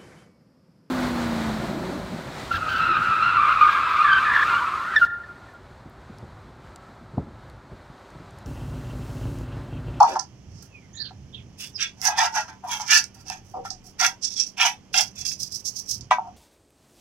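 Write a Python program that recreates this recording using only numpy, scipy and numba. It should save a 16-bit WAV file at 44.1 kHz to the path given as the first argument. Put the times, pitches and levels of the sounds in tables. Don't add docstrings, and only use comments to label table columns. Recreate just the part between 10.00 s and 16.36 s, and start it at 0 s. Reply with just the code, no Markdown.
import sys
import numpy as np
from scipy import signal
from scipy.fft import rfft, irfft
from scipy.io import wavfile
from scipy.ndimage import uniform_filter1d, minimum_filter1d
from numba import njit

SR = 44100
rng = np.random.default_rng(int(sys.argv[2]) if len(sys.argv) > 2 else 0)


def persist_wave(psi):
    counts = np.round(np.clip(psi, -1, 1) * 32767).astype(np.int16)
    wavfile.write(sys.argv[1], SR, np.atleast_2d(counts).T)


N = 280678

# start in seconds, landing in seconds, drag in seconds, swell over the drag in dB,
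# then at the end of the drag bristle force, wall force and body force in dB,
# top treble in dB, favoured wall pitch in Hz, favoured body pitch in Hz.
STROKES = [ (0.0, 0.0051, 0.004, -10, -29, -33.5, -0.5, -3.5, 1660, 767),
           (.024, 0.0029, .055, -5.5, -43.5, -45.5, -22.5, -4, 1650, 864),
           (.07, 0.0042, 0.065, -2.5, -40.5, -44, -30.5, -1, 1850, 670),
           (0.15, 0.0044, 0.02, -14.5, -51.5, -48, -32.5, -14, 1390, 810),
           (.192, 0.0038, 0.0069, -8.5, -34, -49.5, -40, -45.5, 1450, 770),
           (.44, 0.064, .11, 8, -53.5, -74.5, -77, -11, 1404, 780),
           (.62, 0.0039, 0.0081, -5, -49, -63, -68.5, 10.5, 1390, 795),
           (1.574, 0.028, 0.04, -0.5, -38, -43.5, -64, 10.5, 2700, 840),
           (1.775, 0.034, 0.024, 0.5, -28.5, -29.5, -60, -10, 2296, 860),
           (1.95, 0.047, 0.025, 3.5, -48, -56, -51, 0.5, 1750, 848),
           (2.004, 0.025, 0.032, 12, -20.5, -23.5, -33, 8, 1730, 868),
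           (2.06, 0.022, 0.033, -3.5, -44, -37.5, -25.5, 0, 1790, 842),
           (2.15, 0.037, 0.068, -4, -28.5, -26.5, -22.5, -2.5, 1880, 858),
           (2.318, 0.041, 0.026, 1, -27.5, -27.5, -24, -1, 1850, 922),
           (2.466, 0.015, 0.049, -10, -61.5, -54, -49.5, -2.5, 1770, 874),
           (2.62, 0.017, 0.07, 1, -61, -53, -33.5, 16, 1500, 730),
           (2.662, 0.061, 0.023, -1.5, -32.5, -34, -31.5, 7.5, 2130, 950),
           (2.79, 0.0088, 0.038, -5, -40.5, -45.5, -43, -0.5, 1920, 905),
           (2.862, 0.05, 0.032, 7.5, -5.5, -12, -30, -2, 1970, 888),
           (3.13, 0.018, 0.062, 6, -55, -60.5, -59, 9.5, 1810, 860),
           (3.239, 0.017, 0.066, 19.5, -35, -39.5, -35.5, 0, 2040, 783),
           (3.42, .04, 0.054, 5, -60.5, -83.5, -65, 12.5, 1600, 730),
           (3.534, 0.0046, 0.051, -7, -69, -78, -37.5, 3, 1450, 725),
           (3.638, 0.015, 0.013, -6.5, -42.5, -42, -46, 2, 1400, 742),
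           (3.699, 0.01, 0.013, -12, -39.5, -60, -50.5, -22, 1405, 740),
           (3.82, 0.022, 0.041, 2.5, -50, -78.5, -60, 9, 1426, 760),
           (3.982, 0.019, 0.05, 4.5, -22, -22, -24, 0, 1923, 843),
           (4.212, 0.021, 0.024, 0, -24.5, -49.5, -79.5, -25, 2796, 850),
           (4.29, 0.015, 0.034, -4.5, -39, -58.5, -84.5, -6, 2900, 844),
           (4.348, 0.016, 0.041, 5.5, -22.5, -40, -98, -19.5, 2910, 835),
           (4.46, 0.0052, 0.016, -2, -40, -70.5, -82, -1, 2600, 830),
           (4.567, .035, 0.063, -1.5, -25.5, -24.5, -27, 3, 2204, 863),
           (4.929, 0.018, 0.047, 3.5, -16, -26, -27, -0.5, 2210, 743),
           (5.13, 0.043, 0.062, -0.5, -41, -53, -61.5, 2.5, 2520, 760),
           (5.247, 0.0068, 0.088, -14.5, -39.5, -62, -90, 0, 2650, 743),
           (5.384, .015, 0.058, -10, -37, -65.5, -79.5, 5, 3210, 742),
           (5.489, 0.018, 0.052, 2.5, -33, -80, -77, 5, 3200, 797),
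           (5.64, 0.018, 0.022, -3, -31, -76, -76.5, 3.5, 3200, 850),
           (5.74, 0.022, 0.034, -4.5, -35.5, -71, -78, 3.5, 3160, 900),
           (5.85, 0.045, .04, -3, -31.5, -64.5, -80.5, 5, 3000, 960),
           (6.007, .003, 0.0068, -10.5, -46, -73, -73, -16, 2490, 1027),
           (6.105, 0.0059, 0.025, -12.5, -44.5, -30.5, -33.5, -1.5, 1850, 1100),
           (6.18, 0.0052, 0.088, -1, -78, -67, -39, 4, 1380, 724)]
# time in seconds, drive in dB of body, wall and bristle tick.
KNOCKS = [(.004, -12, -46, -44.5), (0.159, -12.5, -53, -42), (0.192, -52, -30, -24),
          (1.107, -38.5, -47, -67), (2.016, -66, -50, -20), (2.053, -34, -41.5, -11),
          (2.178, -22.5, -40.5, -42), (2.359, -28, -42, -40), (2.798, -24.5, -32.5, -45),
          (3.041, -66.5, -56.5, -15.5), (3.3, -25, -31, -18), (3.547, -36, -66, -62), (3.65, -25, -55, -48),
          (3.704, -63, -65, -15.5), (4.0, -42, -27.5, -18), (4.232, -65, -43, -29),
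          (4.364, -64, -56, -32.5), (4.85, -67, -62, -48.5), (4.942, -30, -14.5, -22),
          (5.252, -65, -35, -16), (5.315, -68, -37.5, -60), (5.399, -70.5, -64.5, -29),
          (5.757, -65.5, -60, -33), (6.11, -4, -20, -19), (6.183, -15.5, -51.5, -65)]


def undb(db):
    return 10 ** (np.asarray(db) / 20)


def unit(x):
    return x / np.sqrt(np.mean(x ** 2))


def colour(x, table):
    hz, db = np.transpose(table)
    bin_hz = np.fft.rfftfreq(N, 1 / SR)
    gain = undb(np.interp(np.log(bin_hz + 1), np.log(hz), db))
    return irfft(rfft(x) * unit(gain), N)


def butter(x, order, cut_hz, kind):
    return signal.sosfilt(signal.butter(order, cut_hz, kind, fs=SR, output="sos"), x)


def walk(rate_hz):
    hold = int(SR / rate_hz)
    steps = np.repeat(rng.standard_normal(N // hold + 1), hold)
    return 1.706 * uniform_filter1d(uniform_filter1d(steps, hold), hold)[:N]


def outdoors():
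    # frequency in Hz, relative density in dB per Hz.
    air_spectrum = [(12, -30.5), (20, -11.5), (134, -12), (248, -6.5), (472, -16), (780, -19),
                    (1530, -27.5), (3160, -28), (3740, -40.5), (5080, -38), (6010, -39), (7950, -49),
                    (14300, -50.5), (16000, -70)]
    # time in seconds, rumble in dB, wind thud in dB.
    bass_levels = [(0.0, -41, -59.5), (0.14, -58, -69), (0.55, -41.5, -67), (0.67, -51.5, -68),
                   (1.49, -43, -69), (1.56, -52, -68.5), (2.97, -56, -74), (3.68, -50.5, -50.5),
                   (3.72, -53, -54.5), (4.52, -62, -75), (5.24, -48.5, -60), (5.88, -59.5, -71),
                   (6.0, -39, -72), (6.04, -46.5, -57), (6.2, -60.5, -78), (6.36, -52, -68)]
    # frequency in Hz, level in dB.
    hum_partials = [(194, -56.5), (388, -72)]
    t = np.arange(N) / SR
    lean = np.array([[-1], [1]])

    mid, side = rng.standard_normal((2, N))
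    air = undb(-57) * colour(np.array([mid + 0.39 * side, mid - 0.67 * side]), air_spectrum)

    time_s, rumble_db, thud_db = np.transpose(bass_levels)
    common, *own = rng.standard_normal((3, N))
    own = np.array(own)
    rumble = unit(butter(common + 0.1 * own, 2, [62, 140], "band"))
    rumble = rumble * undb(np.interp(t, time_s, rumble_db))
    thud = unit(butter(common + 0.35 * own, 2, [22, 52], "band"))
    thud = thud * undb(np.interp(t, time_s, thud_db))

    phase_per_hz = 2 * np.pi * np.cumsum(1 + 0.0041 * walk(4.5)) / SR
    hum = sum(undb(db + 1.0 * walk(3)) * np.sin(hz * phase_per_hz) for hz, db in hum_partials)
    return air + undb(1.8 * lean) * rumble + thud + undb(1.2 * lean) * hum


def bird():
    # start in seconds, rise in seconds, fall in seconds, first pitch in Hz,
    # pitch when loudest in Hz, last pitch in Hz, level in dB, roughness 0-2.
    chirps = [(.69, 0.05, .17, 2820, 2600, 2000, -55, .2),
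              (0.942, 0.069, 0.089, 3500, 4810, 4330, -37.5, 0.67),
              (.93, 0.036, 0.024, 6400, 7200, 6870, -53, 0.25),
              (0.938, 0.081, 0.099, 1965, 1800, 1720, -47.5, 0.41),
              (1.324, 0.017, .085, 3550, 3726, 3404, -43.5, 0.633),
              (1.73, 0.027, 0.024, 6300, 5200, 5270, -45.5, 0.25)]
    fade_in_db, fade_out_db = 22.5, 19
    dip_share = 0.22
    fray = 2.3
    out, t = np.zeros(N), np.arange(N) / SR
    for start, rise, fall, first_hz, loud_hz, last_hz, db, rough in chirps:
        loudest, end = start + rise, start + rise + fall
        rising = np.interp(t, [start, loudest], [1, 0])
        fading = np.interp(t, [loudest, end], [0, 1])
        dip = dip_share * rough * (1 + fray * fading) * np.tanh(0.6 * walk(700) ** 2)
        glide_hz = np.interp(t, [start, loudest, end], [first_hz, loud_hz, last_hz])
        pitch_hz = uniform_filter1d(glide_hz, int((rise + fall) * SR / 4)) * (1 - dip)
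        shape_db = -fade_in_db * rising ** 1.37 - fade_out_db * fading ** 1.6
        level = undb(db + shape_db + 3.1 * walk(150))
        sounding = (t > start) & (t < end)
        out += sounding * level * np.sin(2 * np.pi * np.cumsum(pitch_hz) / SR)
    return out * undb(np.array([[-3.0], [1.5]]))


def grit(spread_db, patchy_db, rate_hz):
    size = undb(spread_db * rng.exponential(size=N) + patchy_db * walk(rate_hz))
    return unit(size * rng.standard_normal(N))


def contact(rows, level_db, lift_db_per_s):
    landing_db = 27.5
    t, gain = np.arange(N) / SR, np.zeros(N)
    for (start, landing, drag, swell_db), db in zip(np.array(rows)[:, :4], level_db):
        since = t - start
        corners_s = [0, landing, landing + drag]
        shape_db = np.interp(since, corners_s, [-swell_db - landing_db, -swell_db, 0], -150)
        lift_db = lift_db_per_s * np.maximum(since - landing - drag, 0)
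        gain = np.maximum(gain, undb(db + shape_db - lift_db))
    return uniform_filter1d(gain, int(0.0033 * SR))


def blows(level_db, push_s, sharp, ragged):
    impact = np.zeros(N)
    impact[(np.array(KNOCKS)[:, 0] * SR).astype(int)] = undb(level_db)
    t = np.arange(SR // 10) / SR
    push = signal.fftconvolve(impact, np.exp(-t / push_s))[:N]
    return sharp * impact + ragged * push * rng.standard_normal(N)


@njit
def resonate(force, hz, decay):
    z, out = 0j, np.empty(len(force), np.complex128)
    for i in range(len(force)):
        if i % 32 == 0:
            pole = decay * np.exp(2j * np.pi * hz[i] / SR)
        z = z * pole + force[i]
        out[i] = z
    return out


def ring(force, modes, favour_db, spot_db, drift, turn_rad, lo_hz, hi_hz):
    out, power = 0, 0
    for hz, db, t60_s in modes:
        decay = np.exp(-np.log(1000) / (t60_s * SR))
        gain = undb(db + favour_db(hz) + spot_db * walk(9))
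        z = resonate(force * gain + 1e-18, hz * (1 + drift * walk(14)), decay)
        half_turn = np.exp(0.5j * turn_rad * walk(12))
        out = out + np.array([(z * half_turn).imag, (z / half_turn).imag])
        power += gain ** 2 / (1 - decay ** 2) / 2
    return butter(out / np.sqrt(power), 6, [lo_hz, hi_hz], "band")


def per_stroke(values):
    start_s = np.array(STROKES)[:, 0]
    stroke = np.searchsorted(start_s, np.arange(N) / SR, "right") - 1
    return values[np.clip(stroke, 0, None)]


def ground_base():
    # frequency in Hz, relative level in dB, t60 in seconds.
    base_modes = [(363, -10.5, 0.074), (472, -3, .1), (543, 4.5, 0.059)]
    # start in seconds, landing in seconds, drag in seconds, swell in dB, force in dB.
    grinds = [(0.0, .08, 0.058, 0, -38), (3.54, 0.015, 0.042, -5, -41), (4.88, 0.035, 0.034, 2, -50.5)]
    force = contact(grinds, np.array(grinds)[:, -1], lift_db_per_s=394) * grit(1.8, 1.9, 40)
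    return ring(force, base_modes, lambda hz: 0, 5.4, 0.011, 0.8, 230, 620)


def bowl_body():
    # frequency in Hz, relative level in dB, t60 in seconds.
    body_modes = [(625, 4, 0.12), (771.3, 6.5, 0.064), (881.7, 1, 0.087), (967, -0.5, 0.17),
                  (1128, -3.5, 0.023)]
    *_, body_db, _, _, body_hz = np.transpose(STROKES)
    favoured_hz = uniform_filter1d(per_stroke(body_hz), SR // 50)
    force = contact(STROKES, body_db, lift_db_per_s=381.5) * grit(0.42, 1.8, 60)
    force += blows(np.array(KNOCKS)[:, 1], 0.0013, sharp=11.0, ragged=0.3)

    def favour_db(hz):
        return -14 * np.tanh(np.log2(hz / favoured_hz) ** 2 / 0.05)
    return ring(force, body_modes, favour_db, 1.5, 0.02, 0.4, 674.5, 1350)


def bowl_wall():
    # frequency in Hz, relative level in dB, t60 in seconds.
    wall_modes = [(1245, -12.5, 0.056), (1356.4, 9, 0.055), (1450, 2.5, 0.026), (1613, -7, 0.13),
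                  (1675, -7, 0.11), (1800, -3.5, 0.061), (1979, -3, 0.042), (2251, -4, 0.041),
                  (2404, 3.5, 0.03), (2609, 1.5, 0.068), (2710, 1, 0.018), (2900, 7, 0.017),
                  (3268, 11, 0.027), (3340, 4, 0.058)]
    *_, wall_db, _, _, wall_hz, _ = np.transpose(STROKES)
    favoured_hz = uniform_filter1d(per_stroke(wall_hz), SR // 50)
    force = contact(STROKES, wall_db, lift_db_per_s=398.5) * grit(3.0, 0.89, 60)
    force += blows(np.array(KNOCKS)[:, 2], 0.0022, sharp=2.7, ragged=0.93)

    def favour_db(hz):
        return -26 * np.tanh(np.log2(hz / favoured_hz) ** 2 / 0.6)
    return ring(force, wall_modes, favour_db, 2.5, 0.03, 1.0, 1300, 4200)


def bristle_flicks():
    hiss_db = np.array(STROKES)[:, 4]
    force = contact(STROKES, hiss_db, lift_db_per_s=401) * grit(2.2, 3.0, 120)
    return force + blows(np.array(KNOCKS)[:, 3], 0.0013, sharp=2.4, ragged=0.48)


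def steel_sheen(flicks):
    modes = [(hz, 0, 0.014) for hz in np.geomspace(4600, 6400, num=8)]
    return undb(-16.5) * ring(flicks, modes, lambda hz: 0, 8.0, 0.016, 2.87, 4000, 8200)


def bristle_hiss(flicks):
    # frequency in Hz, relative density in dB per Hz.
    bristle_spectrum = [(1500, -40.5), (2600, -17.5), (4000, -1.5), (5500, 9), (7000, -3.5), (9000, -4),
                        (12000, -5.5), (16000, -11.5)]
    own = rng.standard_normal((2, N))
    hiss = colour(0.11 * flicks + 0.24 * np.abs(flicks) * own, bristle_spectrum)
    split_hz = 8600
    top = butter(hiss, 3, split_hz, "high")
    top_db = per_stroke(np.array(STROKES)[:, 7]) + 2.0 * walk(110)
    return butter(hiss, 3, split_hz, "low") + top * undb(top_db)


def scrub():
    lean = np.array([[1], [-1]])
    flicks = bristle_flicks()
    wall = undb(1.24 * lean) * bowl_wall()
    body = undb(0.7 * lean) * bowl_body()
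    return bristle_hiss(flicks) + steel_sheen(flicks) + wall + body + ground_base()


def scatter(near):
    t = np.arange(SR // 3) / SR
    tail = rng.standard_normal((2, len(t))) * undb(-60 * t / 0.13) * (t > 0.004)
    return undb(-33.0) * signal.fftconvolve(near, tail, axes=1)[:, :N]


def scene():
    near = scrub() + bird()
    return near + scatter(near) + outdoors()


def record(dry):
    port_hz, port_width_hz, port_db = 6044, 1685, 17
    b, a = signal.iirpeak(port_hz, port_hz / port_width_hz, fs=SR)
    resonance = undb(port_db) * signal.lfilter(b, a, dry[1])
    right = dry[1] + resonance + 0.47 * butter(dry[1], 1, 9000, "high")
    both = np.array([np.roll(dry[0], 1), right])
    limit = np.minimum(1, 0.9 / (np.abs(both).max(axis=0) + 1e-9))
    both = both * uniform_filter1d(minimum_filter1d(limit, size=257), size=129)
    top_hz = 15900
    return signal.sosfilt(signal.ellip(12, 0.2, 100, top_hz, fs=SR, output="sos"), both)


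dry = scene()
out = record(dry)
persist_wave(out)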